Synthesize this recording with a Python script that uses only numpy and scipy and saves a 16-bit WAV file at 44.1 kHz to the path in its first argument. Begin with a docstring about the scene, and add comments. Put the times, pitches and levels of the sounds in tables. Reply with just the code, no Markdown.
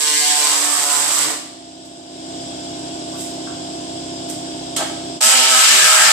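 """An air-driven reciprocating saw on the sheet steel of a car front, heard close up in a hard-walled workshop.
A cut is already running: every stroke puffs exhaust, knocks the piston and drags the teeth, with an air jet.
It is let go; the compressor's hum, throbbing rumble and hiss swell back, and the throttle leaks air.
The tool knocks on the body, leaks twice more, and is blipped once with a clank of its housing.
A second, slower cut follows, with spells of strong stroke partials, and the background sinks again."""
import sys
import numpy as np
from scipy import signal
from scipy.fft import rfft, irfft, next_fast_len
from scipy.io import wavfile
from scipy.ndimage import uniform_filter1d, minimum_filter1d

SR = 44100
rng = np.random.default_rng(int(sys.argv[2]) if len(sys.argv) > 2 else 0)


def unload_audio(sound):
    """Save the sound as a 16-bit wav file, at the path given as the first command line argument."""
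    columns = np.transpose(np.atleast_2d(sound))
    # keep every value between -1 and 1, then stretch to whole-number steps
    steps = np.round(np.clip(columns, -1, 1) * 32767)
    wavfile.write(sys.argv[1], SR, steps.astype(np.int16))


N = 269892
TIME = np.arange(N) / SR

# balance of the tool between the microphones: [f/Hz, left over right/dB]
SAW_PAN = [(60, -7), (91, -8), (140, 14), (210, -1), (320, 1), (490, -4.5), (750, 1.5), (1150, -3.5),
           (1750, 0), (2660, -0.5), (4050, 4), (6000, 4.5), (7100, -7.5), (8100, -17), (9300, -6.5),
           (11000, -1), (14400, -20.5)]
# likeness of the tool at the two microphones: [f/Hz, correlation]
SAW_LIKENESS = [(200, 0.91), (600, 1), (1300, 0.63), (3000, 0.018), (8000, 0.18), (14000, 0.23)]
# the short pull of the trigger: (on/s, let go/s, run-down/dB per s, strokes turn uneven/s);
# the last lies before the pull, so its strokes are uneven throughout
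PULL_BLIP = (4.763, 4.825, 420, 4.33)


def from_db(db):
    """Decibels to gain."""
    return 10 ** (np.asarray(db) / 20)


def rms_one(x):
    """Scale to unit power."""
    return x / np.sqrt(np.mean(x ** 2) + 1e-20)


def in_time(rows, t):
    """The columns of a curve at the times t."""
    s, *columns = np.transpose(rows)
    return [np.interp(t, s, c) for c in columns]


def at_hz(points, hz):
    """A table read on a log-frequency axis."""
    table_hz, values = np.transpose(points)
    return np.interp(np.log(hz), np.log(table_hz), values)


def drift(rate, t):
    """Random wander of spread about 1, with `rate` straight pieces per second."""
    knots = rng.standard_normal(1024)
    return np.interp(t * rate, np.arange(len(knots)), knots)


def spell(t, start, length, edge_s):
    """A gain that rises to 1, holds and falls, at half height on the start and the end."""
    return np.clip(np.minimum(t - start, start + length - t) / edge_s + .5, 0, 1)


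def shaped(x, gain_at):
    """Filter by a gain given as a function of frequency."""
    size = next_fast_len(x.shape[-1] + 4096)
    hz = np.maximum(np.fft.rfftfreq(size, 1 / SR), 1)
    return irfft(rfft(x, size) * gain_at(hz), size)[..., :x.shape[-1]]


def coloured(x, spectrum):
    """Impose a spectrum that falls 81 dB per octave beyond its ends; unit power."""
    def gain_at(hz):
        octaves_outside = np.abs(np.log2(hz / np.clip(hz, spectrum[0][0], spectrum[-1][0])))
        return from_db(at_hz(spectrum, hz) - 81 * octaves_outside)
    return rms_one(shaped(x, gain_at))


def hiss(spectrum):
    """Two unrelated noises of one colour."""
    return coloured(rng.standard_normal((2, N)), spectrum)


def resonate(x, rings):
    """Parallel resonances (f/Hz, width/Hz, level/dB) with alternating signs; unit power."""
    out = 0
    for k, (hz, width, db) in enumerate(rings):
        r = np.exp(-np.pi * width / SR)
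        zeros = np.array([1, 0, -1]) * (1 - r * r) / 2
        poles = [1, -2 * r * np.cos(2 * np.pi * hz / SR), r * r]
        out = out + (-1) ** k * from_db(db) * signal.lfilter(zeros, poles, x)
    return rms_one(out)


def smeared(x, decay_s):
    """Dense modes draw every knock out in time and leave its spectrum even; a pair, unit power."""
    size, age = next_fast_len(len(x) + 4096), TIME[:4096]
    modes = rfft(rng.standard_normal((2, len(age))) * np.exp(-age / decay_s), size)
    return rms_one(irfft(rfft(x, size) * modes / np.abs(modes), size)[:, :len(x)])


def scattered(x, decay_s):
    """Nearby surfaces give each microphone its own fixed pattern of peaks and notches; unit power."""
    age = TIME[:4096]
    paths = rng.standard_normal((2, len(age))) * np.exp(-age / decay_s)
    return rms_one(signal.fftconvolve(x[None], paths, axes=1)[:, :len(x)])


def spread(pair, likeness, pan):
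    """Two signals, as middle and side, become left and right with a likeness and balance per frequency."""
    mid = shaped(pair[0], lambda hz: np.sqrt(1 + at_hz(likeness, hz)))
    side = shaped(pair[1], lambda hz: np.sqrt(1 - at_hz(likeness, hz)))

    def balance(hz):
        gains = from_db(np.outer([.5, -.5], at_hz(pan, hz)))
        return gains / np.sqrt(np.mean(gains ** 2, axis=0))
    return shaped(np.array([mid + side, mid - side]), balance)


def delayed_right(pair, lag_s):
    """Sound from one side reaches the right microphone later (or, if negative, earlier)."""
    return np.array([pair[0], shaped(pair[1], lambda hz: np.exp(-2j * np.pi * hz * lag_s))])


def compressor(hum_db, rumble_db, hiss_db, throb_db):
    """Crank partials hum over a rumble throbbing once a turn and a steady hiss, first at the left microphone."""
    # hum: [multiple of the crank rate, relative level/dB]
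    partials = [(4, -59), (6, -57), (8, -50), (10, -50), (12, -49), (14, -57), (16, -38.5), (17, -52),
                (18, -43), (19, -39), (20, -38.5), (21, -53), (22, -43.5), (24, -48), (33, -53), (37, -48),
                (39, -51), (40, -52), (42, -36), (45, -49), (49, -53), (50, -53)]
    # colour of the rumble and of the hiss: [f/Hz, relative density/dB per Hz]
    rumble_colour = [(25, -25), (60, -17), (120, -6), (230, -10.5), (330, 4.5), (450, -6.5), (560, -3),
                     (690, 0.5), (900, -8.5), (1300, -28)]
    hiss_colour = [(900, -5), (1200, -10), (1600, -9), (2000, -12.5), (2450, -11), (3350, -1), (4300, -5.5),
                   (5150, 0.5), (5700, -7), (6500, -9), (7800, 0.5), (9000, -13.5), (11200, -30.5),
                   (14800, -33.5)]
    # the noise at the two microphones: [f/Hz, left over right/dB] and [f/Hz, correlation]
    noise_pan = [(60, -6), (110, 4), (200, -1), (370, -1.5), (680, -2), (1260, 1.5), (2310, -3),
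                 (4250, 8.5), (7810, -8.5), (9300, -7.5), (11000, -1), (14400, -13)]
    noise_likeness = [(100, 1), (350, 1), (800, 0.28), (2000, 0.28), (5000, 0.054), (14000, 0.03)]
    # background level, low under the saw: [t/s, gain/dB, further gain below 230 Hz/dB]
    background = [(0, -14.5, -15), (.6, -12, -21), (1.4, -8.5, 1), (2.05, -7, 0.5), (2.35, 0.5, 1.5),
                  (2.8, 1, 2), (5.17, 1.5, 2.5), (5.22, -15, -11), (6.12, -31, -16)]
    crank_hz = 16.333

    crank = 2 * np.pi * crank_hz * (TIME - .02) + .012 * drift(5, TIME)
    hum = sum(from_db(db + .8 * drift(4, TIME)) * np.sin(k * crank + rng.normal(0, 1.6))
              for k, db in partials)
    shared_air = scattered(rng.standard_normal(N), decay_s=.028)
    air = coloured(shared_air + .7 * rng.standard_normal((2, N)), hiss_colour)
    rumble = from_db(rumble_db + throb_db * np.cos(crank)) * hiss(rumble_colour)
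    noise = spread(rumble + from_db(hiss_db) * air, noise_likeness, noise_pan)
    sound = hum * from_db(hum_db + np.array([[-1], [1]])) + noise
    sound = delayed_right(sound, .00034)
    bass = shaped(sound, lambda hz: 1 / (1 + (hz / 230) ** 12))
    level, bass_level = in_time(background, TIME)
    return from_db(level) * (sound - bass + from_db(bass_level) * bass)


def workshop(x, wet_db):
    """Hard walls return a diffuse tail to each microphone, every band dying at its own rate."""
    # reverberation time: [f/Hz, t60/s]
    shop_t60 = [(100, 0.67), (1000, 0.54), (5000, 0.82), (9000, 0.38), (15000, 0.42)]
    age, tail = TIME[:SR], 0
    edges = np.geomspace(200, 16000, 9)
    for low, high in zip(edges, edges[1:]):
        band_filter = signal.butter(2, [low, high], "band", fs=SR, output="sos")
        band = signal.sosfilt(band_filter, rng.standard_normal((2, len(age))))
        tail = tail + band * from_db(-60 * age / at_hz(shop_t60, np.sqrt(low * high)))
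    tail = tail * np.clip(age / 0.0078, 0, 1)  # builds up over 7.8 ms
    tail = rms_one(tail) / np.sqrt(len(age))
    return x + from_db(wet_db) * signal.fftconvolve(x, tail, axes=1)[:, :N]


def leaks():
    """The throttle cracks open and lets a short hiss of turbulent air out."""
    # each leak: [t/s, level/dB, rise/s, decay/s]
    leak_times = [(1.855, -49, .004, .02), (3.21, -33.5, .04, 0.051), (4.3, -29, 0.0078, 0.016)]
    # [f/Hz, relative density/dB per Hz]
    leak_colour = [(2000, -15), (4000, -12), (6500, -6.5), (8000, 1.5), (10000, -12.5), (14500, -18)]
    flow = 0
    for s, db, rise, decay in leak_times:
        fall = np.maximum((s - TIME) / rise, (TIME - s) / decay)
        flow = flow + from_db(db) * np.exp(-fall.clip(0, 30))
    return flow * spread(hiss(leak_colour), SAW_LIKENESS, SAW_PAN)


def body_knocks(clunk_db):
    """Each touch gives a dull clunk and rings the modes of the car front with new strengths."""
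    # each touch: [t/s, peak level ahead of the room/dB, brightness of the contact/Hz]
    touches = [(3.136, -37, 1100), (3.153, -34, 1250), (3.471, -25, 1900), (3.494, -35, 1900),
               (4.299, -39, 1500)]
    # modes of the car front: [f/Hz, relative level/dB, t60/s]
    body_modes = [(1100, 0, .1), (1157, -1.5, 0.11), (1350, -4, .15), (1384, 0.5, 0.17), (1450, -6, .17),
                  (1560, 1, .17), (1626, -9, .14)]
    out, age = np.zeros((2, N)), TIME[:SR // 2]
    clunk_band = signal.butter(2, [1000, 1650], "band", fs=SR, output="sos")
    for s, db, top_hz in touches:
        ring = 0
        for hz, mode_db, t60 in body_modes:
            level = from_db(mode_db + rng.normal(0, 3.5, (2, 1)) - 60 * age / t60)
            ring = ring + level * np.sin(2 * np.pi * hz * age) * rng.choice([-1, 1])
        burst = rng.standard_normal((2, len(age))) * np.exp(-age / 0.018)
        clunk = signal.sosfilt(clunk_band, burst)
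        blow = rms_one(ring) + from_db(clunk_db) * rms_one(clunk)
        blow = signal.sosfilt(signal.butter(4, top_hz, fs=SR, output="sos"), blow)
        at = int(s * SR)
        out[:, at:at + len(age)] += from_db(db) * blow / np.abs(blow).max()
    return out


def housing_clank():
    """The jolt of the blip sets the metal housing ringing while the piston rattles out."""
    # resonances of the housing: [f/Hz, width/Hz, relative level/dB]
    housing = [(3230, 300, 0), (4260, 130, 0), (6460, 130, 0), (8050, 280, -3), (9080, 120, 0.5)]
    level_db, decay_s = -22.5, .04
    age = TIME - PULL_BLIP[0]
    rattling = rng.standard_normal((2, N)) * (age > 0) * np.exp(-np.abs(age) / decay_s)
    # the factor makes the level hold near the onset rather than as a mean over the scene
    ring = resonate(rattling, housing) * np.sqrt(decay_s / 2 / TIME[-1])
    return from_db(level_db) * ring


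def blip_effort():
    """Air spurts and fades while the teeth brush the steel once: (t/s, air/dB, rattle/dB, bite/dB)."""
    air_db, fade_db_per_s = -20.5, 260
    snap_db, snap_s = 8, 0.0085  # extra spurt as the valve snaps open
    brush_at_s, brush_width_s, brush_db, brush_rise_db = 4.815, 0.019, -37.5, 8.5
    age = TIME[:SR // 4]
    t = PULL_BLIP[0] + age
    air = air_db - fade_db_per_s * age + snap_db * np.exp(-age / snap_s)
    bite = brush_db + brush_rise_db * np.exp(-((t - brush_at_s) / brush_width_s) ** 2)
    return np.transpose([t, air, air, bite])


def low_tones(t, turn):
    """Low tones near one to two times the stroke rate swell, hold and fade."""
    # each low tone: [t/s, length/s, multiple of the stroke rate, level/dB]
    tones = [(0.775, 0.056, 1, -52.5), (0.895, 0.4, 1, -52), (1.241, 0.05, 2.05, -31),
             (5.245, .04, 1.8, -44.5), (5.335, 0.26, 2, -43), (5.65, 0.12, 2, -43.5),
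             (5.82, 0.055, 1.35, -43.5), (5.905, 0.036, 1.55, -46), (5.991, 0.034, 1.25, -45.5),
             (6.052, 0.037, 1.8, -43)]
    total = 0
    for s, length, multiple, db in tones:
        level = from_db(db + 3.0 * drift(22, t)) * spell(t, s, length, edge_s=0.012)
        total = total + level * np.sin(multiple * turn + drift(25, t))
    return total


def partial_spells(t, turn, rate):
    """In spells the stroke's partials near one frequency swell, hold and fade."""
    # each spell: [t/s, length/s, centre f/Hz, half width/Hz, strokes per period, level/dB]
    spells = [(.08, .3, 1740, 130, 1, -42), (5.25, .5, 3020, 170, 2, -33), (.2, .09, 5400, 70, 1, -34),
              (.22, .08, 4460, 70, 1, -36), (.22, .17, 740, 50, 1, -37.5), (0.256, 0.28, 960, 150, 1, -35),
              (0.462, 0.31, 953, 25, 2, -42), (.48, 0.27, 1098, 25, 2, -37.5),
              (.45, 0.32, 1260, 80, 2, -39.5), (0.625, 0.3, 728, 50, 1, -40.5),
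              (.82, 0.18, 861.6, 319.5, 1, -37), (0.777, 0.43, 1290, 130, 2, -39.5),
              (4.795, 0.055, 740, 200, 2, -30.5), (5.223, 0.11, 1305, 50, 1, -31),
              (5.265, 0.11, 595, 100, 1, -32.5), (5.33, .27, 750, 90, 1, -36),
              (5.37, 0.088, 1300, 50, 1, -32.5), (5.53, 0.22, 1300, 50, 1, -27),
              (5.6, 0.54, 378, 50, 1, -43.5), (5.68, .2, 1773, 40, 1, -31.5),
              (5.78, 0.35, 1265, 30, 1, -27), (5.83, .29, 1359, 70, 2, -29),
              (5.8, 0.25, 1615, 60, 2, -25.5), (5.97, .14, 868, 40, 1, -34),
              (5.98, .14, 1840, 80, 1, -28.5)]
    waver_db, slip_rad = 3, 0.56
    sides = np.array([[0], [np.pi / 2]])
    out = np.zeros((2, len(t)))
    for s, length, hz, width, strokes, db in spells:
        swell = spell(t, s, length, edge_s=0.042)
        on = swell > 0
        if not on.any():
            continue
        apart = np.mean(rate[on]) / strokes  # spacing of the partials, Hz
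        lowest = max(round((hz - 2 * width) / apart), 1)
        highest = round((hz + 2 * width) / apart)
        tone = 0
        for k in range(lowest, highest + 1):
            level = from_db(waver_db * drift(18, t[on])) / (1 + ((k * apart - hz) / width) ** 4)
            phase = k * turn[on] / strokes + slip_rad * drift(45, t[on]) + rng.uniform(0, 2 * np.pi)
            tone = tone + level * np.sin(phase + sides)
        out[:, on] += from_db(db) * swell[on] * rms_one(tone)
    return out


def exhaust_puffs(t, turn, uneven, even, exhaust):
    """The exhaust port opens once a stroke; its partials waver as the tool shifts; a pair, unit power."""
    waver_db = 2 + 3 * uneven
    puffs = np.zeros((2, len(t)))
    for side in puffs:
        for k, db in enumerate(exhaust, 2):  # from twice the stroke rate upwards
            level = from_db(db + waver_db * np.minimum(drift(14, t), 1))
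            wander = (1.2 - even) * drift(24, t)
            side += level * np.sin(k * turn + wander + rng.uniform(0, 2 * np.pi))
    return rms_one(puffs)


def piston_knocks(t, stroke, even):
    """The piston hits its end stop; every knock rings dense modes, whose mix shifts with the grip."""
    strength = from_db(2.8 * (1 - even) * rng.standard_normal(len(t)))
    knocks = np.diff(np.floor(stroke), prepend=0) * strength
    shifting = drift(12, t) * smeared(knocks, decay_s=0.0028)
    return rms_one(smeared(knocks, decay_s=0.0031) + .5 * shifting)


def tooth_snags(t, turn):
    """Teeth snag in grains of uneven size, a little harder on the pulling stroke."""
    grains = rng.standard_normal((2, len(t))) * from_db(4.7 * rng.standard_normal(len(t)))
    return rms_one(grains * from_db(1.3 * np.cos(turn) + 1.3 * drift(130, t)))


def air_jet(t, turn):
    """Turbulent air that pulses once and twice a stroke."""
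    pulse_db = 1.4 * np.cos(turn) + 1.6 * np.cos(2 * turn) + 2.0 * drift(60, t)
    return rng.standard_normal((2, len(t))) * from_db(pulse_db)


def saw(pull, speed, effort, exhaust, panel, rings, tone_db, bite_db, ring_db, rattle_db, jet_db, jitter):
    """One pull of the trigger: puffs, piston, teeth on steel and air jet over one stroke clock."""
    # colour of the piston rattle and of the air jet: [f/Hz, relative density/dB per Hz]
    rattle_colour = [(1470, -9.5), (2300, -4.5), (2600, -5.5), (3060, 0), (3300, -0.5), (3640, -1.5),
                     (3880, -2.5), (4760, -1), (5350, -1), (5800, -4.5), (6520, -6), (6800, -3),
                     (8840, -10.5), (15000, -120)]
    jet_colour = [(3650, -20), (6200, -10), (6520, -10), (7460, -2), (7910, 1), (8640, -5.5), (9250, -10.5),
                  (10900, -16.5), (12300, -16), (14000, -20.5), (14800, -39)]
    uneven_tone_db = -3  # the exhaust tone is weaker once the strokes are uneven
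    even_bite_db = -2.5  # the bite is weaker while they are even

    on, off, run_down, uneven_at = pull
    active = (TIME > on) & (TIME < off + 60 / run_down)
    t = TIME[active]
    rate, = in_time(speed, t)
    flow, rattle, bite = in_time(effort, t)
    uneven = np.clip((t - uneven_at) / .08 + .5, 0, 1)  # turns over 80 ms
    even = 0.85 - 0.68 * uneven  # evenness of the strokes
    stroke = np.cumsum(rate * (1 + jitter * drift(90, t))) / SR
    turn = 2 * np.pi * stroke

    clatter = piston_knocks(t, stroke, even)
    force = np.sqrt(even) * clatter + np.sqrt(1 - even) * tooth_snags(t, turn)
    steel = coloured(force, panel) + from_db(ring_db) * resonate(force, rings)

    sound = from_db(tone_db + uneven_tone_db * uneven) * exhaust_puffs(t, turn, uneven, even, exhaust)
    sound += from_db(bite + bite_db + even_bite_db * (1 - uneven)) * steel
    sound[0] += low_tones(t, turn)  # in the middle signal only
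    sound += partial_spells(t, turn, rate)
    sound += from_db(rattle + rattle_db + 1.56 * drift(25.07, t)) * coloured(force, rattle_colour)
    sound += from_db(flow + jet_db) * coloured(air_jet(t, turn) + 0.46 * clatter, jet_colour)

    valve = np.clip((t - on) / 0.0029, 0, 1) * from_db(-run_down * np.maximum(t - off, 0))
    out = np.zeros((2, N))
    out[:, active] = spread(sound, SAW_LIKENESS, SAW_PAN) * valve
    return out


def scene():
    """Two cuts, a blip and the handling between them, in the workshop, with the compressor behind."""
    # exhaust partials in each grip, from twice the stroke rate upwards: [relative level/dB]
    exhaust_one = [2.5, -2.5, -1.5, -2.5, 3, -2, -2.5, -5, -10, -4.5, -1, -1.5, -6.5]
    exhaust_two = [-22.5, -11.5, -5.5, -3.5, -1, -1, -2, -10, -2.5, -12, -0.5, -6, -10]
    # colour of the steel at each cutting place: [f/Hz, relative density/dB per Hz]
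    panel_one = [(210, -31), (350, -13), (574, -0.5), (686, 2.5), (742, -3), (797, 3.5), (1280, -2.5),
                 (1390, -3), (2900, -12.5), (3770, -54), (6380, -120)]
    panel_two = [(280, -51), (480, -22), (639, -10), (699, -17), (754, -6), (1170, -3), (1280, -6.5),
                 (2020, -5), (2900, -6), (3770, -56), (6380, -120)]
    # resonances of the steel at each place: [f/Hz, width/Hz, relative level/dB]
    rings_one = [(734, 40, 0), (890, 48, 1), (1100, 240, 0), (1300, 36, 1)]
    rings_two = [(750, 99, -11.5), (883, 36, -4.5), (1300, 61, 3.5), (1610, 55, 8), (1756, 45, -2.5),
                 (1904, 40, 2), (3020, 140, -8)]
    # the stroke rate sags and wavers during each cut: [t/s, strokes per s]
    speed_one = [(0, 152.2), (.1, 149.5), (.2, 149), (.32, 147.6), (.42, 148), (.52, 147), (.72, 146.3),
                 (.82, 144), (1.0, 145), (1.15, 146), (1.25, 148)]
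    speed_two = [(5.22, 126), (5.28, 131.5), (5.41, 128.6), (5.46, 130.4), (5.56, 127.5), (5.61, 131.5),
                 (5.66, 126.4), (5.76, 126.8), (5.82, 124), (5.89, 127), (5.97, 125.8), (6.01, 123.3),
                 (6.05, 125.6), (6.12, 125.6)]
    # how hard the saw works: [t/s, air jet/dB, piston rattle/dB, tooth bite/dB], all relative
    effort_one = [(0.016, -20.5, -23, -27.5), (0.16, -21, -26, -37), (0.22, -20.5, -20.5, -41),
                  (0.33, -21.5, -26, -32), (.45, -20, -25, -27), (0.714, -20.5, -29, -29.5),
                  (1.16, -21, -29, -27), (1.234, -21.5, -26.5, -25), (1.26, -27, -35, -25.5)]
    effort_two = [(5.222, -18, -19.5, -29), (5.23, -11.5, -19.5, -22.5), (5.338, -18.5, -23, -23),
                  (5.45, -22.5, -22.5, -27), (5.672, -11.5, -15.5, -16.5), (5.738, -18, -22, -21.5),
                  (5.848, -14, -18.5, -19.5), (5.968, -17, -23, -18), (6.052, -14.5, -16, -17.5),
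                  (6.12, -16, -24, -22)]
    # pulls of the trigger: (on/s, let go/s, run-down/dB per s, strokes turn uneven/s)
    pull_one = (-0.0051, 1.3084, 250, 0.3)
    pull_two = (5.206, 6.2, 250, 5.23)

    background = compressor(hum_db=1.5, rumble_db=-41.5, hiss_db=-37.5, throb_db=2.0)
    handling = leaks() + body_knocks(clunk_db=-2.0) + housing_clank()
    first = saw(pull_one, speed_one, effort_one, exhaust_one, panel_one, rings_one, tone_db=-35.5,
                bite_db=-10, ring_db=-7.5, rattle_db=-2, jet_db=-2.0, jitter=.002)
    # the blip hardly gets the piston going: 95.2 strokes per s
    blip = saw(PULL_BLIP, [(0, 95.2)], blip_effort(), exhaust_two, panel_one, rings_two, tone_db=-40,
               bite_db=-0.5, ring_db=-3.0, rattle_db=-6.0, jet_db=-3.5, jitter=.03)
    second = saw(pull_two, speed_two, effort_two, exhaust_two, panel_two, rings_two, tone_db=-27.5,
                 bite_db=-7.5, ring_db=0, rattle_db=-1, jet_db=-0.35, jitter=.006)
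    tool = delayed_right(handling + first + blip + second, -.00005)
    return background + workshop(tool, wet_db=-2.5)


def record(dry):
    """The recorder's fast limiter holds the very highest peaks down; the top is cut."""
    ceiling, hold_s, cutoff_hz = .97, .004, 14650
    size = int(hold_s * SR)
    gain = np.minimum(1, ceiling / (np.abs(dry) + 1e-9))
    gain = uniform_filter1d(minimum_filter1d(gain, size), size)
    top_cut = signal.ellip(10, .2, 70, cutoff_hz, fs=SR, output="sos")
    return signal.sosfilt(top_cut, dry * gain)


dry = scene()
out = record(dry)
unload_audio(out)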